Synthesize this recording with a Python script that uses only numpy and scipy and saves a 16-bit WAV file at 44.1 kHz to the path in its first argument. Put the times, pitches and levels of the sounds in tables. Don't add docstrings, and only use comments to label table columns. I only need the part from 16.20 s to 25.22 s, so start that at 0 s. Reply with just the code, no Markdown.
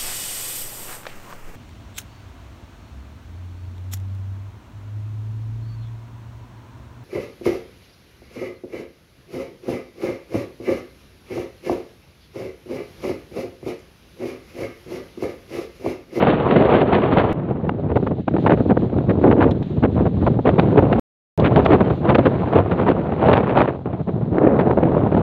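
import sys
import numpy as np
from scipy import signal
from scipy.fft import rfft, irfft
from scipy.io import wavfile
from scipy.ndimage import uniform_filter1d, minimum_filter1d

SR = 44100
rng = np.random.default_rng(int(sys.argv[2]) if len(sys.argv) > 2 else 0)


def master(y):
    cut = np.clip(np.atleast_2d(y).T, -1, 1)
    pcm = np.round(cut * 32767)
    wavfile.write(sys.argv[1], SR, pcm.astype(np.int16))


N = 397782
TIME, HZ = np.arange(N) / SR, np.fft.rfftfreq(N, 1 / SR)


def amp(db):
    return 10 ** (np.asarray(db) / 20)


def unit_power(x):
    return x / np.sqrt(np.mean(x ** 2) + 1e-20)


def curve_at(points, hz):
    point_hz, value = np.transpose(points)
    return np.interp(np.log(hz + 1), np.log(point_hz + 1), value)


def coloured(x, spectrum):
    log_gain = np.log(amp(curve_at(spectrum, abs(np.fft.fftfreq(8192, 1 / SR)))))
    ringing = np.fft.ifft(np.exp(np.conj(signal.hilbert(log_gain)))).real[:4096]
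    return signal.oaconvolve(x, ringing)[:N]


def swirls(slow_hz, fast_hz):
    cut_slow = (HZ / slow_hz) ** 2 / (1 + (HZ / slow_hz) ** 2)
    shape = cut_slow / np.sqrt(HZ + 1) / (1 + (HZ / fast_hz) ** 4)
    return unit_power(irfft(rfft(rng.standard_normal(N)) * shape, N))


def flutter(wobble, depth_db, span_s):
    gain = amp(depth_db * 2 * np.tanh(wobble / 2))
    return gain / np.sqrt(uniform_filter1d(gain ** 2, int(span_s * SR) + 1) + 1e-9)


def swell(centre, length, steepness=1):
    offset = 2 * (TIME - centre) / length
    near, shape = abs(offset) < 4, np.zeros(N)
    offset = offset[near]
    front, tail = abs(steepness * offset) ** 4.1, abs(offset / steepness) ** 3.1
    shape[near] = np.exp(-.55 * np.where(offset < 0, front, tail))
    return shape


# (time [s], flutter depth [dB], rasp brightness [dB], hiss level [dB], lean [dB])
AIR_CHANGES = [(0, 2, 5, -71, -0.5), (1.1, 2.5, 4.5, -62, 1), (1.3, 3, 1, -66.5, 1), (2.2, 6, -3, -54, -3),
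               (3.4, 4, -2, -55.5, -1), (4.5, 4, 1.5, -53, 0), (5.8, 3, 2.5, -53, 1),
               (7.299, 4, 1, -61, 1.5), (7.701, 5, 3.5, -62.5, 3.5), (8.3, 3.5, -6.5, -57.5, -0.5),
               (9.002, 4.5, 3.5, -58.5, 3.5)]
def air():
    times, *columns = np.transpose(AIR_CHANGES)
    return [np.interp(TIME, times, column) for column in columns]


def small_swirls(per_second=9, life_s=0.015, strength=1.4):
    lift = np.zeros(N)
    for place, size, life in rng.random((int(per_second * N / SR), 3)):
        part = lift[int(place * N):][:SR // 5]
        age = TIME[:len(part)] / (life_s * (.5 + life))
        part += 2 * strength * size * np.minimum(10 * age, 1) * np.exp(-age ** 2)
    return lift - lift.mean()


# (time [s], force [dB], rumble at the usual force [dB], rasp at the usual force [dB])
BREEZE = [(0, -19.5, -22.5, -32), (0.42, -14.5, -25.5, -41), (1.127, -22.5, -21.5, -34),
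          (1.135, -29.5, -20.5, -36.5), (1.98, -28.5, -19.5, -48), (2.64, -25, -17.5, -45),
          (3.16, -19.5, -20.5, -53), (3.42, -31, -16, -44), (4.07, -28, -15.5, -45),
          (4.481, -18.5, -18.5, -44.5), (5.479, -19.5, -19, -42.5), (6.17, -24.5, -21, -36.5),
          (6.91, -24, -22.5, -39), (7.49, -20.5, -24.5, -34.5), (7.519, -27, -28, -39),
          (8.1, -32.5, -15.5, -40.5), (8.16, -15, -25, -47), (9.02, -18, -20.5, -46)]
def flow(usual_force_db=-20, rumble_growth=.44, rasp_growth=1.34):
    times, *columns = np.transpose(BREEZE)
    force_db, rumble_db, rasp_db = (np.interp(TIME, times, column) for column in columns)
    force_db += lulls() + gusts() + small_swirls() * air()[0]
    extra_db = force_db - usual_force_db
    return rumble_db + rumble_growth * extra_db, force_db, rasp_db + rasp_growth * extra_db


def rough_flow(lumpiness=(.65, .8, .7), rasp_roughness=1.1, calm_db=-39):
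    depth_db = air()[0]
    lumps = swirls(slow_hz=4.1, fast_hz=53.4)
    rumble, roar, rasp = (amp(level_db) * flutter(lumps, share * depth_db, span_s=0.13)
                          for level_db, share in zip(flow(), lumpiness))
    rumble, roar, rasp = buffets(rumble, roar, rasp)
    hardness = np.sqrt(rasp / (rasp + amp(calm_db)))
    tearing_db = rasp_roughness * depth_db * hardness
    shiver, spurts = swirls(slow_hz=46.6, fast_hz=252), swirls(slow_hz=160, fast_hz=700)
    roar *= flutter(shiver, depth_db, span_s=0.021)
    rasp *= flutter(shiver, tearing_db, span_s=0.022) * flutter(spurts, tearing_db, span_s=0.02)
    return 20 * np.log10(np.array([rumble, roar, rasp]) + 1e-9)


# (frequency [Hz], level [dB])
WIND_COLOUR = [(22, -33), (36, -26.5), (55, -8), (80, 0.5), (130, 3.5), (400, -1.5), (700, -7.5),
               (1400, -19.5), (2800, -33), (3700, -42), (4400, -53), (5400, -71.5), (7000, -79),
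               (9500, -86.5)]
# (low edge [Hz], centre [Hz], high edge [Hz])
WIND_RANGES = [(30, 150, 250), (250, 440, 1000), (1200, 1600, 4500)]
# (frequency [Hz], share of the lean [dB per dB])
LEAN_SHARES = [(150, 0.25), (277, -0.58), (510, 0), (940, 0.87), (1735, -0.31)]
def wind(trim_db=(0.6, 1.8, 1.6), steadiness=0.19, wander_db=2.5, glare_from_db=-30.5):
    levels_db = rough_flow()
    glare_db = 0.24 * np.maximum(levels_db[2] - glare_from_db, 0)
    power = amp(curve_at(WIND_COLOUR, HZ)) ** 2
    passed = [power[(HZ > low) & (HZ < high)].sum() / len(HZ) for low, _, high in WIND_RANGES]
    levels_db += (np.array(trim_db) - 10 * np.log10(passed))[:, None]
    centres = [centre for _, centre, _ in WIND_RANGES]
    bands_hz = np.geomspace(centres[0], 2 * centres[-1], num=6)
    noise, pressure = rfft(rng.standard_normal(N)), np.zeros(N)
    _, bright_db, _, lean_db = air()
    lean_db += wander_db * swirls(slow_hz=2.7, fast_hz=35)
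    for hz, this_band in zip(bands_hz, np.eye(len(bands_hz))):
        band = irfft(noise * curve_at(list(zip(bands_hz, this_band)), HZ), N)
        drift = uniform_filter1d(unit_power(band) ** 2, int(0.13 * SR)) + 1e-6
        band /= drift ** (steadiness / 2)
        blend = np.array([curve_at(list(zip(centres, pick)), hz) for pick in np.eye(len(centres))])
        top_lift_db = this_band[-1] * (bright_db + glare_db)
        pressure += band * amp(blend @ levels_db + top_lift_db + curve_at(LEAN_SHARES, hz) * lean_db)
    treble = (HZ / 5100) ** 20
    dulled = irfft(rfft(pressure) * amp(-8 * treble / (1 + treble)), N)
    return coloured(np.where(TIME < SILENT_GAPS[0][0], dulled, pressure), WIND_COLOUR)


# (frequency [Hz], level [dB])
HISS_COLOUR = [(300, -0.5), (1500, -4), (2700, -3.5), (3900, -3), (4500, -12.5), (5300, -25), (6800, -24.5),
               (8500, -36.5), (15000, -35.5)]
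def hiss(waver_db=2.0):
    level_db = air()[2] + waver_db * swirls(slow_hz=1.6, fast_hz=12)
    return amp(level_db) * unit_power(coloured(rng.standard_normal(N), HISS_COLOUR))


# (middle time [s], length [s], change in force [dB])
WIND_LULLS = [(0.206, 0.092, -4.5), (0.644, 0.036, -5.5), (2.045, 0.047, -24), (2.402, 0.16, -1),
              (3.474, 0.041, -10), (3.912, 0.032, -7.5), (4.23, 0.076, -10), (5.782, 0.075, -11.5),
              (7.606, 0.077, -11), (7.855, 0.053, -17), (8.553, 0.028, -11.5), (8.906, 0.028, -8.5)]
def lulls():
    return sum(change_db * swell(centre, length) for centre, length, change_db in WIND_LULLS)


# (middle time [s], length [s], roar level [dB], rasp level [dB])
SWIRL_HITS = [(0.365, 0.014, -9, -25.5), (0.744, 0.033, -16, -25.5), (1.494, 0.0072, -20.5, -26),
              (1.766, 0.018, -15, -28.5), (1.871, 0.018, -19.5, -35.5), (2.082, 0.01, -13, -29),
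              (2.168, 0.0067, -16.5, -33), (2.27, 0.016, -14, -21), (2.315, 0.045, -11, -25.5),
              (2.46, 0.0053, -6.5, -53), (2.573, 0.009, -11.5, -33.5), (2.903, 0.021, -13.5, -30.5),
              (3.119, 0.023, -12.5, -27.5), (3.222, 0.04, -15, -24.5), (3.643, 0.031, -10.5, -31),
              (3.864, 0.021, -16.5, -36.5), (4.073, 0.02, -12.5, -30), (4.194, 0.0097, -16, -45.5),
              (4.276, 0.046, -14, -29), (4.393, 0.018, -13, -22), (4.582, 0.02, -2, -24.5),
              (4.731, 0.0093, -14.5, -22), (5.192, 0.016, -15.5, -43.5), (5.259, 0.038, -19, -25.5),
              (5.362, 0.0042, -25, -19), (5.461, 0.012, -13.5, -21.5), (5.899, 0.027, -15, -25),
              (5.953, 0.015, -13, -21), (5.99, 0.016, -8, -27.5), (6.064, 0.022, -13, -26),
              (6.361, 0.012, -5.5, -26), (6.518, 0.021, -16.5, -32), (7.135, 0.015, -13.5, -20.5),
              (7.174, 0.0096, -19, -20.5), (7.886, 0.028, -22, -45), (7.964, 0.0057, -17.5, -53),
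              (8.186, 0.0067, -15, -30.5), (8.401, 0.026, -16.5, -25.5), (8.511, 0.013, -16.5, -31.5)]
def buffets(rumble, roar, rasp, push_db=-7.5):
    for centre, length, roar_db, rasp_db in SWIRL_HITS:
        blow = swell(centre, length, steepness=1.115)
        roar = roar + (amp(roar_db) - roar) * blow
        rasp = rasp + (amp(rasp_db) - rasp) * blow ** 2
        rumble = np.sqrt(rumble ** 2 + (amp(roar_db + push_db) * blow) ** 2)
    return rumble, roar, rasp


# (middle time [s], length [s], rise in force [dB])
WIND_GUSTS = [(0.551, 0.099, 3.5), (1.008, 0.037, 6.5), (1.305, 0.029, 5), (1.71, 0.032, 11.5),
              (2.3, 0.13, 6), (2.509, 0.028, 15.5), (3.065, 0.062, 13.5), (3.243, 0.15, 9),
              (3.793, 0.056, 13), (4.026, 0.032, 6.5), (5.388, 0.042, 6.5), (5.528, 0.054, 12),
              (5.875, 0.06, 5.5), (6.365, 0.067, 9.5), (6.6, 0.057, 6.5), (6.687, 0.036, 12.5),
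              (7.1, 0.16, 10), (7.396, 0.053, 10), (8.25, 0.043, 3)]
def gusts():
    return sum(rise_db * swell(centre, length) for centre, length, rise_db in WIND_GUSTS)


# (start time [s], end time [s])
SILENT_GAPS = [(1.127, 1.129), (4.796, 5.177)]
def cut_outs(sound):
    for start, end in SILENT_GAPS:
        sound = sound * ((TIME < start) | (TIME > end))
    return sound


# (time [s], level before colouring [dB])
LIGHT_TICKS = [(2.781, -43), (3.31, -25.5), (3.427, -34.5), (5.198, -25.5), (5.45, -28)]
def ticks(decay_s=0.0053, ring_hz=3900):
    loudness = sum(amp(db) * np.exp(-abs(TIME - start) / decay_s) * (TIME >= start)
                   for start, db in LIGHT_TICKS)
    colour = [(ring_hz / 2, 1), (ring_hz, 7), (1.19 * ring_hz, -12), (3 * ring_hz, -36)]
    return coloured(loudness * rng.standard_normal(N), colour)


def limiter(sound, ceiling=.95):
    needed_gain = (1 + (abs(sound) / ceiling) ** 6) ** (-1 / 6)
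    held_gain = minimum_filter1d(needed_gain, size=133)
    return sound * uniform_filter1d(uniform_filter1d(held_gain, size=67), size=67)


def scene():
    return (wind() + hiss() + ticks())[None]


def record(dry):
    sound = cut_outs(limiter(dry[0]))
    sound *= np.minimum((TIME[-1] - TIME) / .004, 1)
    treble_cut = signal.firwin(511, cutoff=15500, window=("kaiser", 9), fs=SR)
    return signal.oaconvolve(sound, treble_cut, "same")[None]


dry = scene()
out = record(dry)
master(out)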